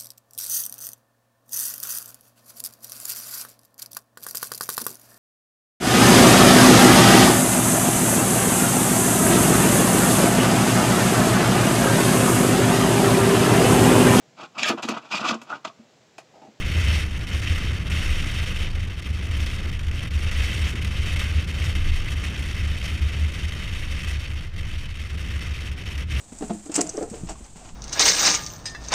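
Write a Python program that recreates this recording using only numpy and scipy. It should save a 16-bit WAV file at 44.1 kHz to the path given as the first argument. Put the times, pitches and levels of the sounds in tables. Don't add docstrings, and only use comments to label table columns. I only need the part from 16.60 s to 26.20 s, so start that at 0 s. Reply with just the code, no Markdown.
import sys
import numpy as np
from scipy import signal
from scipy.fft import rfft, irfft, next_fast_len
from scipy.io import wavfile
from scipy.ndimage import uniform_filter1d, map_coordinates

SR = 44100
rng = np.random.default_rng(int(sys.argv[2]) if len(sys.argv) > 2 else 0)


def master_out(mix):
    frames = np.transpose(np.atleast_2d(mix))
    ceiling = np.clip(frames, -1, 1)
    pcm = np.round(ceiling * 32767).astype(np.int16)
    wavfile.write(sys.argv[1], SR, pcm)


N = 423360

# t/s, level/dB
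SHAKE_DB = [(0.0, -34), (0.36, -27), (0.51, -38.5), (0.91, -30), (1.24, -38), (1.32, -30), (2.06, -33),
            (2.1, -38.5), (2.58, -39.5), (2.85, -32), (3.18, -41.5), (3.55, -36.5), (3.81, -29.5),
            (4.35, -35.5), (4.61, -28), (4.68, -35), (5.95, -35), (6.58, -36), (7.52, -35.5), (7.71, -39.5),
            (8.35, -40), (8.97, -36), (9.18, -40), (9.6, -32)]
# t/s, force/dB
STONE_JOLTS = [(0.6699, -34), (0.818, -28), (1.3009, -30), (2.151, -35), (2.4234, -35), (2.7117, -29),
               (2.8619, -31), (3.1921, -34), (3.3124, -34), (3.5079, -35), (3.713, -28), (4.1545, -33),
               (4.2467, -27), (4.561, -24), (4.593, -25), (5.1522, -29), (5.6381, -28), (7.9628, -37),
               (9.1157, -33), (9.3776, -32)]
# centre t/s, half width/s, lift/dB
ROUGH_PATCHES = [(0.75, 0.015, 4), (2.462, 0.019, 3.5), (3.122, 0.014, 5), (3.415, 0.035, 4.5),
                 (4.073, 0.035, 2), (5.047, 0.079, 3.5), (5.635, 0.022, 6), (6.263, 0.021, 6),
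                 (7.485, .05, 2.5), (8.71, .03, 1), (9.28, 0.023, 3.5)]
# centre t/s, half width/s, depth/dB
CONTACT_LULLS = [(0.657, .014, 3), (2.36, 0.021, 5), (3.495, 0.0083, 15), (4.157, 0.041, 3.5),
                 (4.859, 0.015, 6), (7.912, 0.039, 13), (8.332, 0.028, 4), (9.156, 0.02, 10),
                 (9.464, 0.027, 19)]
# f/Hz, level/dB
CONTACT_SPECTRUM = [(150, -41), (500, -4), (850, -14), (1300, -5.5), (2000, -2), (3000, -3.5), (3650, -8),
                    (4100, -11.5), (5000, -14.5), (6300, -12.5), (7600, -19.5), (9500, -23), (13000, -26),
                    (15500, -35)]
# f/Hz, width/Hz, lift/dB
HOUSING_MODES = [(1208, 51, 5), (2082, 330, 5), (2627, 210, 6.5), (3103, 390, 6.5), (3696, 150, 6.5),
                 (4535, 220, 7), (5370, 310, 7), (5670, 160, 4.5), (9000, 1320, 6.5)]
# t/s, f/Hz
FIRING_HZ = [(0, 75), (1, 78), (2, 75), (3.6, 76), (4.7, 76.5), (5.3, 74.5), (6.5, 76), (7.3, 73),
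             (9.6, 73)]
# multiple of firing rate, relative level/dB
ENGINE_ORDERS = [(.5, -10), (1, 8.5), (1.5, -61), (2, -32), (2.5, -19), (3, -21)]
# f/Hz, level/dB
BOOM_SPECTRUM = [(25, -40), (55, -12.5), (67, -2), (75, -3.5), (84, -4), (100, -18.5), (140, -62),
                 (400, -87)]
# centre t/s, length/s, peak level/dB
AIR_BUFFETS = [(0.18, .05, -23.5), (0.31, .09, -19.5), (0.92, .05, -19.5), (1.08, .045, -22),
               (1.355, .06, -21.5), (1.49, .04, -22), (2.5, .04, -25), (2.74, .1, -24),
               (3.555, .065, -18.5), (3.8, .06, -19), (4.03, .06, -20.5), (4.23, .06, -23),
               (4.585, .05, -24), (4.78, .065, -17.5), (5.3, .065, -20.5), (5.59, .04, -24),
               (6.11, .045, -22.5), (6.445, .06, -17.5), (6.645, .075, -19), (7.555, .05, -25),
               (8.9, .04, -26), (9.57, .06, -23)]
# t/s, level/dB
SLIPSTREAM_DB = [(0.0, -30.5), (0.32, -28.5), (0.49, -32), (1.43, -28.8), (2.44, -35), (2.76, -30),
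                 (3.21, -33.5), (3.86, -30), (5.44, -32), (7.41, -34), (8.26, -38), (8.69, -34),
                 (9.23, -36), (9.6, -31.5)]
# f/Hz, level/dB
TURBULENCE_SPECTRUM = [(8, -25), (27, -12), (45, 5), (70, 0.5), (108, 2), (128, -5.5), (180, -7),
                       (230, -15), (320, -17), (520, -27), (800, -31.5), (2000, -28.5), (15000, -121)]
# f/Hz, level/dB
FLUTTER_SPECTRUM = [(10, 2.5), (24, 2), (42, 0.5), (70, 0.5), (200, -18.5), (600, -90)]
# f/Hz, level/dB
HISS_SPECTRUM = [(500, -24), (2000, 13), (6000, -0.5), (10000, -16), (15500, -17)]


def rattle(rocking, contacts_per_s=3200, scatter_db=0.5, treble_hz=6000, flicker_db=1.66):
    force = contact_force(rocking)
    hits = (rng.random(N) < contacts_per_s / SR) * rng.choice([-1, 1], N)
    hits = hits * amp(scatter_db * rng.standard_normal(N))
    scrape = rng.standard_normal(N)
    contact = unit(unit(hits) + scrape)
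    shell = contact_wander(filtered(force * contact, housing_response))
    shell = unit(shell) * np.sqrt(np.mean(force ** 2))
    treble = filtered(shell, lambda hz: hz ** 4 / (hz ** 4 + treble_hz ** 4))
    treble_gain = unit(force) ** 0.13 * amp(flicker_db * wobble(53))
    return shell + treble * (treble_gain - 1)


def contact_force(rocking, trim_db=-1.78, rut_db=0.4, clear_db=9, lead_s=0.007, jolt_decay_s=0.0055):
    t = np.arange(N) / SR
    shake_db = curve(SHAKE_DB)
    looseness = np.exp(-0.09 * (shake_db - shake_db.mean()))
    road_db = surface_db() + rut_db * looseness * wobble(24)
    gap_db = clear_db * sum(bump(at_s - lead_s, half_s=0.008) for at_s, _ in STONE_JOLTS)
    force = steady(amp(chatter_db(rocking, looseness)), window_s=0.092)
    force *= amp(shake_db + trim_db + road_db - gap_db)
    for at_s, db in STONE_JOLTS:
        after = (t >= at_s) & (t < at_s + 0.06)
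        jolt = amp(db) * np.exp(-(t[after] - at_s) / jolt_decay_s)
        force[after] = np.hypot(force[after], jolt)
    return np.abs(uniform_filter1d(force, size=80))


def chatter_db(rocking, looseness, knocks_per_s=130, knock_decay_s=0.005, stop_share=0.67):
    onsets = (rng.random(N) < knocks_per_s / SR) * 1.0
    knock_energy = signal.lfilter([1], [1, -np.exp(-2 / (knock_decay_s * SR))], onsets)
    knocks = np.sqrt(knock_energy)
    knocks = unit(knocks - knocks.mean())
    flutter = noise(FLUTTER_SPECTRUM)
    swing_db = looseness * (1.2 * rocking + 2.0 * flutter) + 0.65 * knocks
    return swing_db - stop_share * np.abs(swing_db)


def surface_db():
    rough_db = sum(db * bump(at_s, half_s) for at_s, half_s, db in ROUGH_PATCHES)
    lull_db = sum(db * bump(at_s, half_s) for at_s, half_s, db in CONTACT_LULLS)
    return rough_db - lull_db


def housing_response(hz):
    modes_db = sum(db / (1 + (2 * (hz - mode_hz) / width_hz) ** 2)
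                   for mode_hz, width_hz, db in HOUSING_MODES)
    return minimum_phase(amp(spectrum_db(CONTACT_SPECTRUM, hz) + modes_db))


def contact_wander(x, depth_db=1.14, span_bins=12, span_frames=6):
    spectra = signal.stft(x, nperseg=256)[2]
    flare = uniform_filter1d(rng.standard_normal(spectra.shape), span_bins, axis=0)
    flare = uniform_filter1d(flare, span_frames, axis=1)
    return signal.istft(spectra * amp(depth_db * unit(flare)), nperseg=256)[1][:N]


def sway(rate_hz=20, wander_hz=1.5):
    drift = wobble(22)
    return np.sin(2 * np.pi * np.cumsum(rate_hz + wander_hz * (drift - drift.mean())) / SR)


def sway_throb(rocking, level_db=-35, waver_db=7.3):
    return rocking * amp(level_db + waver_db * wobble(4))


def firing_phase_rad(wander_hz=0.875):
    return 2 * np.pi * np.cumsum(curve(FIRING_HZ) + wander_hz * wobble(6)) / SR


def engine_and_boom(firing_rad, bed_db=-29, eddy_db=5, wake_db=2, wake_delay_s=0.15, purity=0.67):
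    air_db = curve(SLIPSTREAM_DB)
    bed = amp(bed_db + air_db - air_db.mean())
    swells = np.sqrt(sum((amp(db) * bump(at_s, length_s * 2 / 3)) ** 2
                         for at_s, length_s, db in AIR_BUFFETS))
    calm_db = wake_db * sum(bump(at_s + wake_delay_s, half_s=0.11) for at_s, _, _ in AIR_BUFFETS)
    eddies = bed * amp(eddy_db * np.minimum(wobble(22), 1) - calm_db)
    level = np.hypot(eddies, swells)
    lift_db = 20 * np.log10(level / bed)
    exhaust = np.zeros(N)
    for order, db in ENGINE_ORDERS:
        order_db = db + wobble(16) - (order != 1) * lift_db / 2
        exhaust += amp(order_db) * np.sin(order * firing_rad + 0.92 * wobble(12))
    boom = noise(BOOM_SPECTRUM) * amp(-purity * lift_db)
    return steady(unit(exhaust) + boom, window_s=0.063) * level


def wind(trim_db=2, gust_db=1.1, eddy_db=1.6, eddy_hz=115, surge_db=0.6, road_share=0.3):
    air = noise(TURBULENCE_SPECTRUM)
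    eddies = filtered(air, lambda hz: hz ** 8 / (hz ** 8 + eddy_hz ** 8) / (1 + (hz / 400) ** 2))
    rumble = (air - eddies) * amp(gust_db * wobble(35))
    thumps = eddies * unit(amp(eddy_db * wobble(45)))
    surge = np.minimum(wobble(20), 1)
    level_db = curve(SLIPSTREAM_DB) + trim_db + surge_db * surge + road_share * surface_db()
    return steady(rumble + thumps, window_s=0.079) * amp(level_db)


def hiss(level_db=-58, waver_db=2):
    return amp(level_db + waver_db * wobble(9)) * noise(HISS_SPECTRUM)


def amp(db):
    return 10 ** (np.asarray(db) / 20)


def unit(x):
    return x / np.sqrt(np.mean(x ** 2) + 1e-20)


def steady(x, window_s):
    size = int(window_s * SR)
    power = uniform_filter1d(uniform_filter1d(x ** 2, size), size)
    return x / np.sqrt(np.abs(power) + 1e-12)


def curve(rows):
    return np.interp(np.arange(N) / SR, *np.transpose(rows))


def bump(centre_s, half_s):
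    x = (np.arange(N) / SR - centre_s) / half_s
    near = np.abs(x) < 4
    swell = np.zeros(N)
    swell[near] = np.exp(-x[near] ** 2)
    return swell


def wobble(knots_per_s):
    return map_coordinates(rng.standard_normal(4096), [np.arange(N) * knots_per_s / SR], mode="wrap")


def spectrum_db(rows, hz):
    knots_hz, knots_db = np.transpose(rows)
    return np.interp(np.log(hz + 1), np.log(knots_hz + 1), knots_db)


def filtered(x, response):
    size = 2 * next_fast_len(N * 3 // 5)
    return irfft(rfft(x, size) * response(np.fft.rfftfreq(size, 1 / SR)), size)[:N]


def minimum_phase(gain):
    cepstrum = irfft(np.log(np.maximum(gain, 1e-6)))
    half = len(cepstrum) // 2
    return np.exp(rfft(np.r_[cepstrum[0], 2 * cepstrum[1:half], np.zeros(half)]))


def noise(spectrum):
    return unit(filtered(rng.standard_normal(N), lambda hz: amp(spectrum_db(spectrum, hz))))


def scene():
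    rocking = sway()
    firing_rad = firing_phase_rad()
    throb = sway_throb(rocking)
    return (rattle(rocking) + throb + engine_and_boom(firing_rad) + wind() + hiss())[None]


def record(dry, top_hz=15500):
    return filtered(dry[0], lambda hz: hz < top_hz)[None]


dry = scene()
out = record(dry)
master_out(out)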